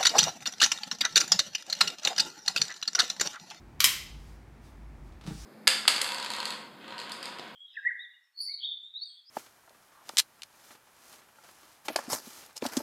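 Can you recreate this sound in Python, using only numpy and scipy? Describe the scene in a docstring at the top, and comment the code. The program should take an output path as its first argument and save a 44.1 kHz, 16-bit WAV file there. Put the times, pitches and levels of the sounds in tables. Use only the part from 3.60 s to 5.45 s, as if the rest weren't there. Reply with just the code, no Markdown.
"""A shop hums with low ventilation rumble. A stroller's handlebar is set: the catch snaps free,
then the lock slams home with a sharp double click and rattles faintly. Each snap has a quick echo
off the floor, and the room rings on. A sleeve brushes by. Last, a hand takes hold of a second
handlebar with a few ticks and soft bumps, and slides along its textured grip with a rising rasp."""
import sys
import numpy as np
from scipy import signal
from scipy.fft import rfft, irfft
from scipy.io import wavfile
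from scipy.ndimage import map_coordinates

SR = 44100
rng = np.random.default_rng(int(sys.argv[2]) if len(sys.argv) > 2 else 0)


def materialize(psi):
    """Save the field psi as 16-bit PCM at rate SR to the path in sys.argv[1].

    A 1-D psi becomes a single channel; in a 2-D psi each row is a channel.
    """
    bounded = np.clip(np.atleast_2d(psi).T, -1, 1)
    quanta = np.round(bounded * 32767).astype(np.int16)
    wavfile.write(sys.argv[1], SR, quanta)


N = 81585


def lock():
    """The lock slams home and rattles faintly; its housing and tube ring."""
    # A sharp double click, its quick echo off the floor, then the rattle.
    # Each row: start in seconds, level in dB, crack t60 in seconds.
    transients = [(.2421, -4.5, 0.0047), (.2441, -5.5, .0045), (.2498, -9, .005), (.2562, -24, .015),
                  (.2622, -22, .012), (.2905, -26.5, 0.024)]
    # The tone of each crack. 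Each row: frequency in Hz, relative level in dB.
    colour = [(60, -30), (160, -16), (300, -15), (550, -16.5), (800, -21), (1050, -2.5), (1550, -10),
              (2100, 3), (3000, 1.5), (4200, -1.5), (7000, 0.5), (9000, 0.5), (10500, -4.5), (12200, 0),
              (15500, -11.5)]
    # Housing and tube modes. Each row: frequency in Hz, relative level in dB, t60 in seconds.
    modes = [(2033, -21.5, .14), (2322, -24.5, .14), (2470, -23.5, 0.11), (2610, -24, 0.075),
             (2860, -25.5, .14), (2910, -22.5, 0.069), (3013, -18, 0.11), (3153, -14, .13),
             (3933, -21, 0.24), (4385, -23.5, .09), (5076, -16, 0.095), (5240, -17.5, .09),
             (6130, -18, .08), (6920, -20, .09), (8018, -21.5, .1), (11216, -23.5, .07),
             (12200, -23.5, 0.064)]
    return snap(transients, colour, modes, ring_db=-1)


def catch():
    """The catch snaps free and rings briefly."""
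    # The catch's clicks and their quick echo off the floor.
    # Each row: start in seconds, level in dB, crack t60 in seconds.
    transients = [(.1955, -52, 0.052), (.2030, -33, 0.0086), (.2037, -14, .012), (.2058, -15, .012),
                  (.2127, -20, .007), (.2215, -28, .02)]
    # The tone of each crack. Each row: frequency in Hz, relative level in dB.
    colour = [(150, -18.5), (500, -20), (850, -20), (1150, -3.5), (1700, -4), (2400, -1), (4300, 1),
              (6500, -3), (9500, -11.5), (12000, -3.5), (15500, -18.5)]
    # The catch's modes. Each row: frequency in Hz, relative level in dB, t60 in seconds.
    modes = [(1217, -21, 0.14), (2283, -18.5, 0.14), (3275, -9, .04), (3988, -10, .07), (4447, -11.5, .045),
             (5790, -11.5, 0.079), (12100, -19.5, .05), (12270, -23, .04)]
    return snap(transients, colour, modes, ring_db=-2)


def snap(transients, colour, modes, ring_db):
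    """Hard plastic clicks and their floor echo crack into the room; the hardest rings the part."""
    cracks, ringing = np.zeros(N), np.zeros(N)
    for start, db, t60 in transients:
        add(cracks, start, room(amp(db) * coloured(crack(t60), colour)))
    start, db, _ = max(transients, key=lambda row: row[1])
    add(ringing, start, amp(db + ring_db) * ring(modes, scatter_db=1.1))
    return cracks + room(ringing, wet_db=-6)  # the ring stays drier than the cracks


def bumps():
    """The hand lands softly on the second handlebar and the frame thuds."""
    # The soft landings. Each row: start in seconds, level in dB.
    landings = [(1.648, -37), (1.6739, -29.5), (1.7064, -29.5), (1.745, -38.5)]
    # The frame's modes. Each row: frequency in Hz, relative level in dB, t60 in seconds.
    modes = [(125.6, -4, 0.1), (160, 2, 0.069), (205, -4.5, 0.074), (309, -5.5, 0.06), (450.4, -18, 0.13),
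             (800, -18.5, .06), (948, -16.5, 0.053), (1178, -20, 0.053)]
    attack_s = 0.0048
    onset = 1 - np.exp(-clock() / attack_s)
    thuds = np.zeros(N)
    for start, db in landings:
        add(thuds, start, amp(db) * ring(modes, scatter_db=2.7) * onset)
    return room(thuds, wet_db=-7)


def finger_ticks():
    """Fingers meet the grip in small, dull ticks."""
    # The touches. Each row: start in seconds, level in dB, t60 in seconds.
    touches = [(1.5219, -59.5, 0.065), (1.6112, -49.5, 0.035), (1.619, -54, .02), (1.6384, -51, .07),
               (1.6645, -43, 0.038), (1.6736, -41.5, 0.041), (1.683, -47.5, .04)]
    # The tone of each tick. Each row: frequency in Hz, relative level in dB.
    colour = [(200, 7), (900, 6.5), (2000, 2.5), (4000, 3.5), (7000, -6.5), (10000, -12), (15500, -27)]
    ticks = np.zeros(N)
    for start, db, t60 in touches:
        add(ticks, start, amp(db) * coloured(crack(t60), colour))
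    return ticks


def hand_slide():
    """Skin rubs along the grip: a grainy hiss, and a rasp that climbs as the hand speeds up."""
    # The swell of the hiss. Each row: time in seconds, level in dB.
    swell = [(1.62, -83.5), (1.67, -57), (1.72, -57), (1.75, -57), (1.79, -55), (1.85, -56)]
    # The tone of the hiss. Each row: frequency in Hz, relative level in dB.
    colour = [(300, -5.5), (1200, -5), (2500, -5), (4000, -2.5), (5200, 1.5), (7500, -2.5), (9500, -4),
              (11000, -12.5), (15500, -15)]
    # The rasp of the grip's texture. Each row: time in seconds, centre in Hz, level in dB.
    sweep = [(1.74, 4500, -72), (1.775, 4800, -62), (1.793, 5050, -57), (1.816, 5700, -61.5),
             (1.85, 6500, -68)]
    t = clock()
    grain_db = 1.5 * wobble(rate=400)
    hiss = amp(np.interp(t, *np.transpose(swell)) + grain_db) * noise(colour)
    times, hz, db = np.transpose(sweep)
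    phase = 2 * np.pi * np.cumsum(np.interp(t, times, hz)) / SR
    # Fast random modulation spreads the rising tone into a band of noise.
    rasp = unit(wobble(rate=2000) * np.cos(phase) + wobble(rate=2000) * np.sin(phase))
    rasp_level = amp(np.interp(t, times, db)) * (t > times[0])
    return hiss + rasp_level * rasp


def sleeve():
    """Faint brushes of cloth swell and fade."""
    # The brushes. Each row: peak time in seconds, level in dB, rise and fall widths in seconds.
    brushes = [(.68, -68, .12, 0.069), (1.054, -67, 0.026, 0.045), (1.469, -73, 0.0245, 0.017)]
    # The tone of the cloth. Each row: frequency in Hz, relative level in dB.
    colour = [(500, -5.5), (2000, -1.5), (5000, 2.5), (9000, -2.5), (13000, -6), (15500, -10.5)]
    t, level = clock(), np.zeros(N)
    for peak, db, rise, fall in brushes:
        width = np.where(t < peak, rise, fall)
        level += amp(db) * np.exp(-((t - peak) / width) ** 2 / 2)
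    return level * noise(colour)


def room(x, wet_db=0):
    """The dry sound, early reflections off near shelves and floor, then the shop's diffuse tail."""
    # The tail's decay. Each row: frequency in Hz, t60 in seconds.
    decay = [(150, .4), (1100, .42), (2500, .56), (5000, 0.55), (8000, 0.44), (15000, 0.34)]
    # The tail's tone. Each row: frequency in Hz, relative level in dB.
    colour = [(150, -0.5), (1200, 4.5), (2600, 2), (5000, -0.5), (9000, -2.5), (15000, 1.5)]
    tail_db, early_db = -4.5, -5.5
    predelay_s, build_s = .005, 0.0055
    t = np.arange(32768) / SR
    hz, when, bands = signal.stft(rng.standard_normal(len(t)), SR, nperseg=256)
    bands = bands * fade(when, along(decay, hz)[:, None])
    tail = signal.istft(bands, SR)[1] * (1 - np.exp(-t / build_s))
    tail = coloured(tail / np.linalg.norm(tail), colour)
    early = rng.standard_normal(len(t)) * (rng.random(len(t)) < .1) * fade(t, t60=.12)
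    response = amp(tail_db) * tail + amp(early_db) * early / np.linalg.norm(early)
    out = x.copy()
    add(out, predelay_s, amp(wet_db) * signal.fftconvolve(x, response))
    return out


def ventilation():
    """Steady air noise over a narrow rumble that swells slowly."""
    # The tone of the shop air. Each row: frequency in Hz, relative level in dB.
    air_colour = [(41, -28), (70, -4.5), (113, -12.5), (148, -7), (174, -18), (218, -13), (293, -18.5),
                  (351, -17), (431, -25), (761, -26), (853, -24.5), (1280, -29.5), (2370, -33.5),
                  (2840, -40.5), (16000, -55.5)]
    # The tone of the rumble. Each row: frequency in Hz, relative level in dB.
    rumble_colour = [(20, -29.5), (38, -24.5), (47, -1.5), (54, 3), (62, -16.5), (100, -27), (300, -120)]
    # The rumble's swells. Each row: time in seconds, level in dB.
    swells = [(0, -53.5), (.36, -62), (.5, -46), (.64, -45.5), (.8, -52.5), (1.0, -57.5), (1.251, -46),
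              (1.38, -51), (1.46, -46.5), (1.579, -55), (1.85, -45.5)]
    air_db = -53
    low = signal.hilbert(noise(rumble_colour))
    rumble = unit(low.real / (abs(low) + 0.31))  # evens out the noise's own surges
    rumble_level = amp(np.interp(clock(), *np.transpose(swells)))
    return amp(air_db) * noise(air_colour) + rumble_level * rumble


def crack(t60):
    """A burst of dense, quickly damped vibration with an even spectrum."""
    t = np.arange(4096) / SR
    shape = fade(t, t60)
    spectrum = rfft(rng.standard_normal(len(t)) * shape)
    burst = irfft(spectrum / (abs(spectrum) + 1e-9)) * fade(t, 10 * t60)
    return np.pad(burst, (0, N - len(t))) * np.linalg.norm(shape) / np.linalg.norm(burst)


def ring(modes, scatter_db):
    """Damped modes of alternating polarity, struck a little differently each time."""
    t, out = clock(), np.zeros(N)
    for k, (hz, db, t60) in enumerate(modes):
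        gain = (-1) ** k * amp(db + scatter_db * rng.standard_normal())
        out += gain * fade(t, t60) * np.sin(2 * np.pi * hz * t)
    return out


def coloured(x, points):
    """x through a causal filter of unit energy with the given spectrum."""
    size = 16384
    gain = unit(amp(along(points, np.fft.rfftfreq(size, 1 / SR))))
    cepstrum = irfft(np.log(gain + 1e-9))
    cepstrum[1:size // 2] *= 2  # folding to minimum phase keeps attacks sharp
    cepstrum[size // 2 + 1:] = 0
    return signal.fftconvolve(x, irfft(np.exp(rfft(cepstrum))))[:len(x)]


def noise(points):
    """Coloured noise of rms 1."""
    return unit(coloured(rng.standard_normal(N), points))


def wobble(rate):
    """A smooth random curve through `rate` points a second."""
    return map_coordinates(rng.standard_normal(int(N * rate / SR) + 4), [clock() * rate])


def fade(t, t60):
    """Exponential decay, 60 dB down after t60 seconds."""
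    return np.exp(-np.log(1000) * t / np.maximum(t60, 1e-4))


def along(points, hz):
    """Interpolate (Hz, value) points on a log frequency axis."""
    freqs, values = np.transpose(points)
    return np.interp(np.log(hz + 1), np.log(freqs + 1), values)


def add(track, start, sound):
    """Mix a sound in at start seconds."""
    i = int(np.clip(round(start * SR), 0, N - 1))
    track[i:] += sound[:N - i]


def amp(db):
    """Decibels to gain."""
    return 10 ** (np.asarray(db) / 20)


def unit(x):
    """Scale to rms 1."""
    return x / np.sqrt(np.mean(x ** 2) + 1e-20)


def clock():
    """Time of each sample in seconds."""
    return np.arange(N) / SR


def scene():
    """Both snaps and the handling noises share one room over the ventilation bed, in mono."""
    snaps = catch() + lock()
    handling = room(finger_ticks() + hand_slide() + sleeve()) + bumps()
    return (snaps + handling + ventilation())[None]


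def record(dry):
    """Peaks clip near full scale, then a steep low-pass trims the highest treble."""
    ceiling, top_hz = .85, 15900
    lowpass = signal.ellip(12, .1, 90, top_hz, fs=SR, output="sos")
    return signal.sosfilt(lowpass, np.clip(dry, -ceiling, ceiling))


dry = scene()
out = record(dry)
materialize(out)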